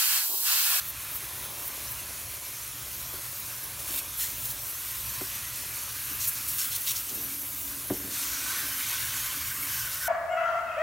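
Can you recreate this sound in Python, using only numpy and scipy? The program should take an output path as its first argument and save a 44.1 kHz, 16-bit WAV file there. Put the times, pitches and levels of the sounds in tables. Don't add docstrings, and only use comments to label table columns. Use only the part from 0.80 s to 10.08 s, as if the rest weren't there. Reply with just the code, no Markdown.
import sys
import numpy as np
from scipy import signal
from scipy.fft import rfft, irfft, next_fast_len
from scipy.io import wavfile
from scipy.ndimage import uniform_filter1d, map_coordinates

SR = 44100
rng = np.random.default_rng(int(sys.argv[2]) if len(sys.argv) > 2 else 0)


def magnitude_from_level(level_db):
    exponent = np.asarray(level_db, float) / 20
    return 10 ** exponent


def transcribe(signal):
    frames = np.atleast_2d(signal).T
    limited = np.clip(frames, -1, 1)
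    pcm = np.round(limited * 32767).astype(np.int16)
    wavfile.write(sys.argv[1], SR, pcm)


N = 409248
TIME = np.arange(N) / SR
BOX_S = 7.3


def unit(x):
    return x / np.sqrt(np.mean(x ** 2) + 1e-20)


def unit_level(z):
    return np.sqrt(np.mean(abs(z) ** 2))


def along(points, hz):
    f, v = np.transpose(points)
    return np.interp(np.log(hz + 1), np.log(f + 1), v)


def curves(rows, at=TIME):
    s, *cols = np.transpose(rows)
    return [np.interp(at, s, c) for c in cols]


def wobble(rate):
    knots = rng.standard_normal(int(N * rate / SR) + 4)
    return map_coordinates(knots, [TIME * rate])


def swell(t, rise, fall, power=1.22):
    side_s = np.where(t < 0, max(rise, 1e-3), max(fall, 1e-3))
    return np.exp(-abs(t / side_s) ** power)


def swells(rows, power=1.3):
    coarse = TIME[::64]
    total = sum(height * swell(coarse - s, rise, fall, power) for s, height, rise, fall in rows)
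    return np.interp(TIME, coarse, total)


def filtered(x, response):
    m = next_fast_len(len(x) + 8192)
    return irfft(rfft(x, m) * response(np.fft.rfftfreq(m, 1 / SR)), m)[:len(x)]


def shaped(x, spectrum):
    points = [(spectrum[0][0] / 2, -90)] + spectrum
    return unit(filtered(x, lambda hz: magnitude_from_level(along(points, hz))))


def modes(peaks):
    return lambda f: sum((-1) ** k * magnitude_from_level(db) * 1j * f * w / (c * c - f * f + 1j * f * w)
                         for k, (c, w, db) in enumerate(peaks))


def patter(rate, spread_db, share):
    draw = rng.random((2, N))
    size = magnitude_from_level(-spread_db * np.log(draw[1] + 0.012)) * rng.standard_normal(N)
    drops = unit(size * (draw[0] < rate / SR))
    share = np.clip(share, 0, 1)
    return np.sqrt(share) * drops + np.sqrt(1 - share) * rng.standard_normal(N)


def patchy(x, depth_db, comb_db, whistle_db=0):
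    # time_s, pitch_hz
    aim = [(0.0, 11700), (0.26, 11300), (3.33, 11400), (3.39, 12100), (3.57, 11600), (4.81, 11600),
           (4.88, 12100), (5.06, 11200), (5.27, 11800), (5.53, 11300), (6.33, 12000), (6.36, 11500),
           (6.72, 11400), (6.87, 12000), (6.95, 10800), (7.31, 11800), (8.71, 11600), (9.28, 11900)]
    hz, t, z = signal.stft(x, SR, nperseg=512)

    def blur(tall, wide):
        rows = uniform_filter1d(rng.standard_normal(z.shape), tall, 0)
        return unit(uniform_filter1d(rows, wide, 1))

    tremble_hz = 150 * np.interp(t, TIME, wobble(12))
    aim_hz = curves(aim, t)[0] + tremble_hz
    strength = 1 - 0.42 * (t > BOX_S) + 0.35 * blur(len(hz), 12)
    whistle = whistle_db * strength * np.exp(-((hz[:, None] - aim_hz) / 420) ** 2)
    gain_db = depth_db * blur(7, 7) + comb_db * blur(2, 28) + whistle
    return signal.istft(z * magnitude_from_level(gain_db), SR, nperseg=512)[1][:N]


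def glancing():
    # middle_s, change_db, half_length_s
    lulls = [
        (5.355, -1.5, .05),
        (5.53, -2.5, 0.037),
        (6.64, -2.5, 0.084),
        (7.25, 0.5, .04),
        (7.92, -2, 0.097),
        (8.794, -3, .09),
        (9.09, -2.5, 0.028),
    ]
    return swells([(s, db, half, half) for s, db, half in lulls], power=3)


def traffic():
    # freq_hz, level_db per Hz
    rumble = [(13, -46), (22, -45), (41, 1), (59, 4.5), (113, 1), (128, 0), (152, -7.5), (200, -10.5),
              (260, -16), (440, -120)]
    # freq_hz, width_hz, level_db
    machines = [(60.3, 10, -1.5), (101.4, 24, -6.5), (121.2, 12.3, 0.5)]
    # middle_s, level_db
    passes = [(.5, -56), (1.4, -54), (2.19, -48), (2.9, -58), (3.14, -55), (3.62, -50), (3.85, -58),
              (4.26, -49), (4.6, -51), (5.1, -55), (5.45, -49), (5.7, -58), (6.06, -63), (6.8, -57),
              (7.12, -55), (8.28, -47), (8.67, -49), (9.03, -51)]
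    pass_s = 0.089
    hums = unit(filtered(rng.standard_normal(N), modes(machines)))
    level = magnitude_from_level(-53.5) + swells([(s, 0.5 * magnitude_from_level(db), pass_s, pass_s) for s, db in passes])
    road = shaped(rng.standard_normal(N), rumble)
    return level * magnitude_from_level(1.4 * wobble(8.6)) * unit(road + 0.83 * hums)


def hose():
    # middle_s, level_db, half_length_s
    rubs = [
        (6.393, -53, .12),
        (7.27, -53.5, .09),
    ]
    drag = filtered(patter(150, 2.6, share=0.35), lambda f: modes([(300, 420, 0)])(f) ** 2)
    contact = swells([(s, magnitude_from_level(db), half, half) for s, db, half in rubs], power=4)
    return contact * magnitude_from_level(2.0 * wobble(25)) * unit(drag)


def knocks():
    # time_s, peak_db, ring_length_factor, upper_modes_db
    bumps = [(1.678, -49, 1, -1), (2.079, -52, 1, 1), (2.334, -44, 1.1, 5.5), (3.271, -52, 0.91, -12),
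             (4.411, -30.5, 0.71, 3), (5.31, -41.5, 1.3, -7), (7.104, -17.5, 0.96, -3), (7.194, -44, 1, -8),
             (7.241, -35, 1, -12), (7.721, -63, 1, -9), (8.251, -44, 0.79, -14), (8.782, -40, 0.74, -5)]
    # freq_hz, level_db, t60_s
    cover_modes = [(113, -11, 0.17), (190, -9.5, 0.16), (285, 1, 0.11), (377, -3, 0.17), (446, 2.5, 0.046),
                   (603, -4, 0.071), (753, -7.5, 0.07), (934, -8, 0.042), (1300, -20, .04),
                   (1750, -22, .04)]
    out, t = np.zeros(N + SR), TIME[:SR // 3]
    soft = 1 - np.exp(-(t / .004) ** 2)
    for s, db, length, upper_db in bumps:
        ring = 0
        for hz, level, t60 in cover_modes:
            a, b = rng.standard_normal(2)
            ring_db = level + 0.28 * a + upper_db * (hz > 330) - 60 * t / (length * t60)
            ring = ring + magnitude_from_level(ring_db) * np.sin(2 * np.pi * hz * (1 + 0.0038 * b) * t)
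        thud = filtered(rng.standard_normal(len(t)), lambda f: modes([(330, 450, 0)])(f) ** 2)
        thud = thud * magnitude_from_level(5 - 60 * t / (length * 0.23))
        tick = filtered(rng.standard_normal(len(t)), lambda f: modes([(1100, 800, 0)])(f) ** 2)
        tick = tick * magnitude_from_level(upper_db + 10 - 60 * t / 0.026)
        out[round((s - .003) * SR):][:len(t)] += magnitude_from_level(db - 2.5) * ((ring + thud) * soft + tick)
    return out[:N]


def runoff():
    # freq_hz, level_db per Hz
    drip_colour = [(82, -37), (140, -15), (226, -10), (370, -3.5), (497, -7), (549, -1.5), (884, -7),
                   (1000, -1), (1300, -11), (2200, -120)]
    # time_s, level_db
    pooling = [(0, -57), (.7, -52.5), (2.1, -55.5), (3, -53), (3.35, -59), (3.8, -55), (4.15, -60),
               (4.7, -56), (5.2, -60), (5.5, -56), (5.9, -59.5), (6.9, -60), (7.1, -55.5), (8.9, -59),
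               (9.2, -56.5)]
    level_db = curves(pooling)[0] + 1.1 * wobble(11.0) + 1.6 * wobble(3)
    return magnitude_from_level(level_db) * shaped(patter(200, 2.0, share=0.26), drip_colour)


def ribbed_box():
    # freq_hz, width_hz, level_db
    rib_modes = [(1070, 66, -1), (1290, 12, -2), (1515, 98, 2), (2236, 85, -3), (3070, 55, -3),
                 (4500, 71, -10), (5230, 69, -2), (6180, 110, -12)]
    settled = np.clip((TIME - BOX_S) / 0.28, 0, 1) ** 2
    level_db = -44 + 1.8 * wobble(15) + .3 * wobble(3.2) + 1.1 * glancing()
    spray = patchy(patter(2000, 1.6, share=0.39), depth_db=3.0, comb_db=3.5)
    ringing = filtered(spray, lambda f: modes(rib_modes)(f) / (1 + (950 / (f + 1)) ** 6))
    return settled * magnitude_from_level(level_db) * unit(ringing)


def hollow_cover():
    # time_s, level_db, rise_s, fall_s
    sweeps = [
        (3.13, -59, .06, 0.061),
        (5.75, -63, 0.074, .3),
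        (6.36, -53.5, 0.063, 0.48),
        (7.2, -51, .06, 0.09),
        (7.4, -58, 0.36, 1),
        (8.8, -58.5, .12, 0.088),
    ]
    stray = magnitude_from_level(-67)
    level = stray + swells([(s, magnitude_from_level(db), rise, fall) for s, db, rise, fall in sweeps])
    ringing = filtered(patter(300, 3.7, share=0.56),
                       modes([(195, 56, -13.5), (279.2, 15.3, 0.5), (368, 31, -11.0)]))
    return level * magnitude_from_level(0.9 * wobble(8.3)) * unit(ringing)


def edge_crossings():
    # time_s, level_db, swell_s, hump_hz, low_edge_hz
    climbs = [(.1, -33, 0.045, 13000, 7950), (.37, -33, 0.043, 13000, 8000), (.88, -34.5, .05, 13000, 6000),
              (1.12, -34, .02, 12000, 8000), (2.34, -39, .015, 14000, 10000), (2.6, -40, .03, 13000, 9000),
              (2.84, -39, .02, 13000, 9000), (3.12, -40, 0.035, 7000, 2500),
              (3.189, -28, 0.07, 10700, 1980), (3.66, -33.5, 0.051, 12000, 3500),
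              (3.715, -33.5, 0.034, 11100, 3500), (5.25, -38, .03, 12000, 7000),
              (5.442, -33, 0.0089, 2600, 2000), (5.489, -23, 0.017, 10800, 6500),
              (5.85, -34, 0.038, 11000, 3500), (5.96, -31.5, 0.01, 10000, 3500),
              (6.115, -30.5, 0.028, 8000, 2270), (6.2, -39, .015, 11000, 5000),
              (6.3, -35, 0.0095, 5000, 2500), (6.35, -34, .01, 12000, 8000), (6.86, -39, .1, 12000, 7000),
              (8.84, -36, .03, 12000, 8000), (9.0, -34.5, 0.072, 6000, 3000)]
    # time_s, level_db, fade_s, hump_hz, low_edge_hz
    strikes = [(3.0, -39, .04, 9000, 4000), (3.385, -33, 0.083, 12000, 7000),
               (3.408, -31.5, 0.084, 6000, 1390), (4.76, -37, .04, 8000, 4000),
               (5.416, -28.5, 0.029, 6040, 3240), (5.56, -36.5, 0.064, 7000, 3000),
               (5.685, -30.5, 0.056, 11000, 5000), (5.795, -29.5, 0.042, 5960, 2090),
               (5.925, -32, 0.032, 4160, 2500), (6.01, -34, 0.048, 12000, 6000),
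               (6.08, -28, 0.023, 4130, 2130), (6.165, -31, 0.028, 6000, 3020),
               (7.14, -37, 0.044, 6500, 4000), (7.32, -38, .05, 5300, 2000), (9.12, -38, .04, 9000, 4000)]
    cut_s, strike_s = 0.012, 0.015
    out = np.zeros(N)
    spray = patchy(patter(6000, 1.2, share=0.4), depth_db=1.0, comb_db=2.5) * magnitude_from_level(1.2 * wobble(220))
    crossings = [(s, db, slow, cut_s, hz, low) for s, db, slow, hz, low in climbs]
    crossings += [(s, db, strike_s, slow, hz, low) for s, db, slow, hz, low in strikes]
    for s, db, rise, fall, hump_hz, low_hz in crossings:
        part = slice(max(round((s - .2) * SR), 0), round((s + .3) * SR))

        def colour(f):
            hump = 1 + 0.8 * np.exp(-(np.log(f / hump_hz + 1e-3) / 0.35) ** 2)
            return hump / (1 + (low_hz / (f + 1)) ** 6)

        burst = unit(filtered(spray[part], colour))
        out[part] += magnitude_from_level(db) * swell(TIME[part] - s, rise, fall) * burst
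    return out


def jet():
    # time_s, hiss_db, splash_over_hiss_db, drumming_over_hiss_db
    stream = [(0, -40.5, -4, -5.5), (.6, -39.5, -5, -6.5), (1.2, -39.5, -4, -7), (1.7, -40.5, -2.5, -8),
              (2.7, -38.5, -4.5, -9), (3.05, -39.5, -3.5, -7.5), (3.8, -37.5, -5.5, -10),
              (4.3, -36, -5.5, -8.5), (4.68, -39, -2, -6.5), (4.85, -37.5, -3.5, -8), (5.3, -36, -4, -9),
              (6.2, -35.5, -6.5, -10.5), (6.5, -36, -6, -11.5), (7.28, -37.5, -6, -11.5),
              (7.35, -35.5, 0, -8.5), (7.7, -34, -2, -6), (8.6, -34.5, -3, -7.5), (9.28, -35, -4, -9.5)]
    # freq_hz, level_db per Hz
    hiss_colour = [(4400, -21), (7500, -5), (9000, -0.5), (11500, 4), (13500, 1), (15500, 0), (20000, -2.5)]
    # freq_hz, level_db per Hz
    splash_colour = [(1760, -11), (3000, -8), (4490, -4.5), (4870, 1), (5250, -1), (6170, 1.5),
                     (7770, -1.5), (9000, -1.5), (10000, -1), (13000, -36), (22000, -120)]
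    # freq_hz, level_db per Hz
    drum_colour = [(560, -15), (760, -15), (885, -7), (1040, -1), (1560, 1), (1860, -1.5), (2430, 0.5),
                   (3260, -2), (4200, -3), (5460, -6), (9240, -120)]
    hiss_db, splash_db, drum_db = curves(stream)
    flutter = 0.75 * wobble(9) + 0.73 * wobble(30) + .5 * wobble(110)
    graze_db = glancing()
    hiss = patchy(patter(6000, 1.1, share=0.32), depth_db=1.5, comb_db=2.2, whistle_db=3.5)
    splash = patchy(patter(4000, 0.89, share=0.18), depth_db=1.5, comb_db=1.4)
    drum = patchy(patter(2000, 1.7, share=0.14), depth_db=1.0, comb_db=2.0)
    splash_db = splash_db + graze_db + 0.39 * flutter + 0.34 * wobble(6)
    drum_db = drum_db + 0.66 * graze_db + 0.46 * flutter
    mix = magnitude_from_level(0.62 * flutter) * shaped(hiss, hiss_colour)
    mix += magnitude_from_level(splash_db) * shaped(splash, splash_colour)
    mix += magnitude_from_level(drum_db) * shaped(drum, drum_colour)
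    return magnitude_from_level(hiss_db) * mix


def scene():
    covers = ribbed_box() + hollow_cover() + runoff()
    mono = traffic() + hose() + knocks() + covers + edge_crossings() + jet()
    return np.tile(mono, (2, 1))


def microphone(x):
    # freq_hz, level_db
    housing = [(4500, 1), (4900, -5), (5300, 0), (7000, -0.5), (7700, -1.5), (8500, -0.5), (9600, -0.5),
               (10350, -3), (10750, 1.5), (11600, 0), (13000, 3.5), (15700, 2.5)]
    return filtered(x, lambda hz: magnitude_from_level(along(housing, hz)) / (1 + (36 / (hz + 1)) ** 4) * (hz < 15820))


def channel_flecks(x):
    moments = [.785, 1.085, 1.83, 2.41, 2.785, 3.804, 3.872, 3.944, 4.207, 4.293, 4.5, 4.824, 5.149, 5.521,
               5.986, 7.216, 7.519, 7.542, 7.937, 8.03, 8.145, 8.214, 8.611, 8.678]
    hz, t, z = signal.stft(x, SR, nperseg=1024, noverlap=768)
    draw = rng.random((len(moments), 3))
    centre_hz = 4500 + 11000 * draw[:, :2] ** 1.1
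    bands = abs(hz[:, None, None] / centre_hz - 1) < .19 / 2
    second = bands[..., 1] & (draw[:, 2] < .8)
    now = abs(t - np.c_[moments]) < .012
    where = (bands[..., 0] | second) * 1. @ now
    fresh = signal.stft(rng.standard_normal(N), SR, nperseg=1024, noverlap=768)[2]
    level = np.sqrt(abs(uniform_filter1d(abs(z) ** 2, size=24, axis=0)))
    noise = magnitude_from_level(-2.5) * where * level * fresh / unit_level(fresh)
    return signal.istft(noise, SR, nperseg=1024, noverlap=768)[1][:N]


def band_limit(x):
    return signal.sosfilt(signal.butter(12, 17000, fs=SR, output="sos"), x)


def record(dry):
    heard = np.array([microphone(ear) for ear in dry])
    side = channel_flecks(heard[0])
    return band_limit(heard + side * [[1], [-1]])


dry = scene()
out = record(dry)
transcribe(out)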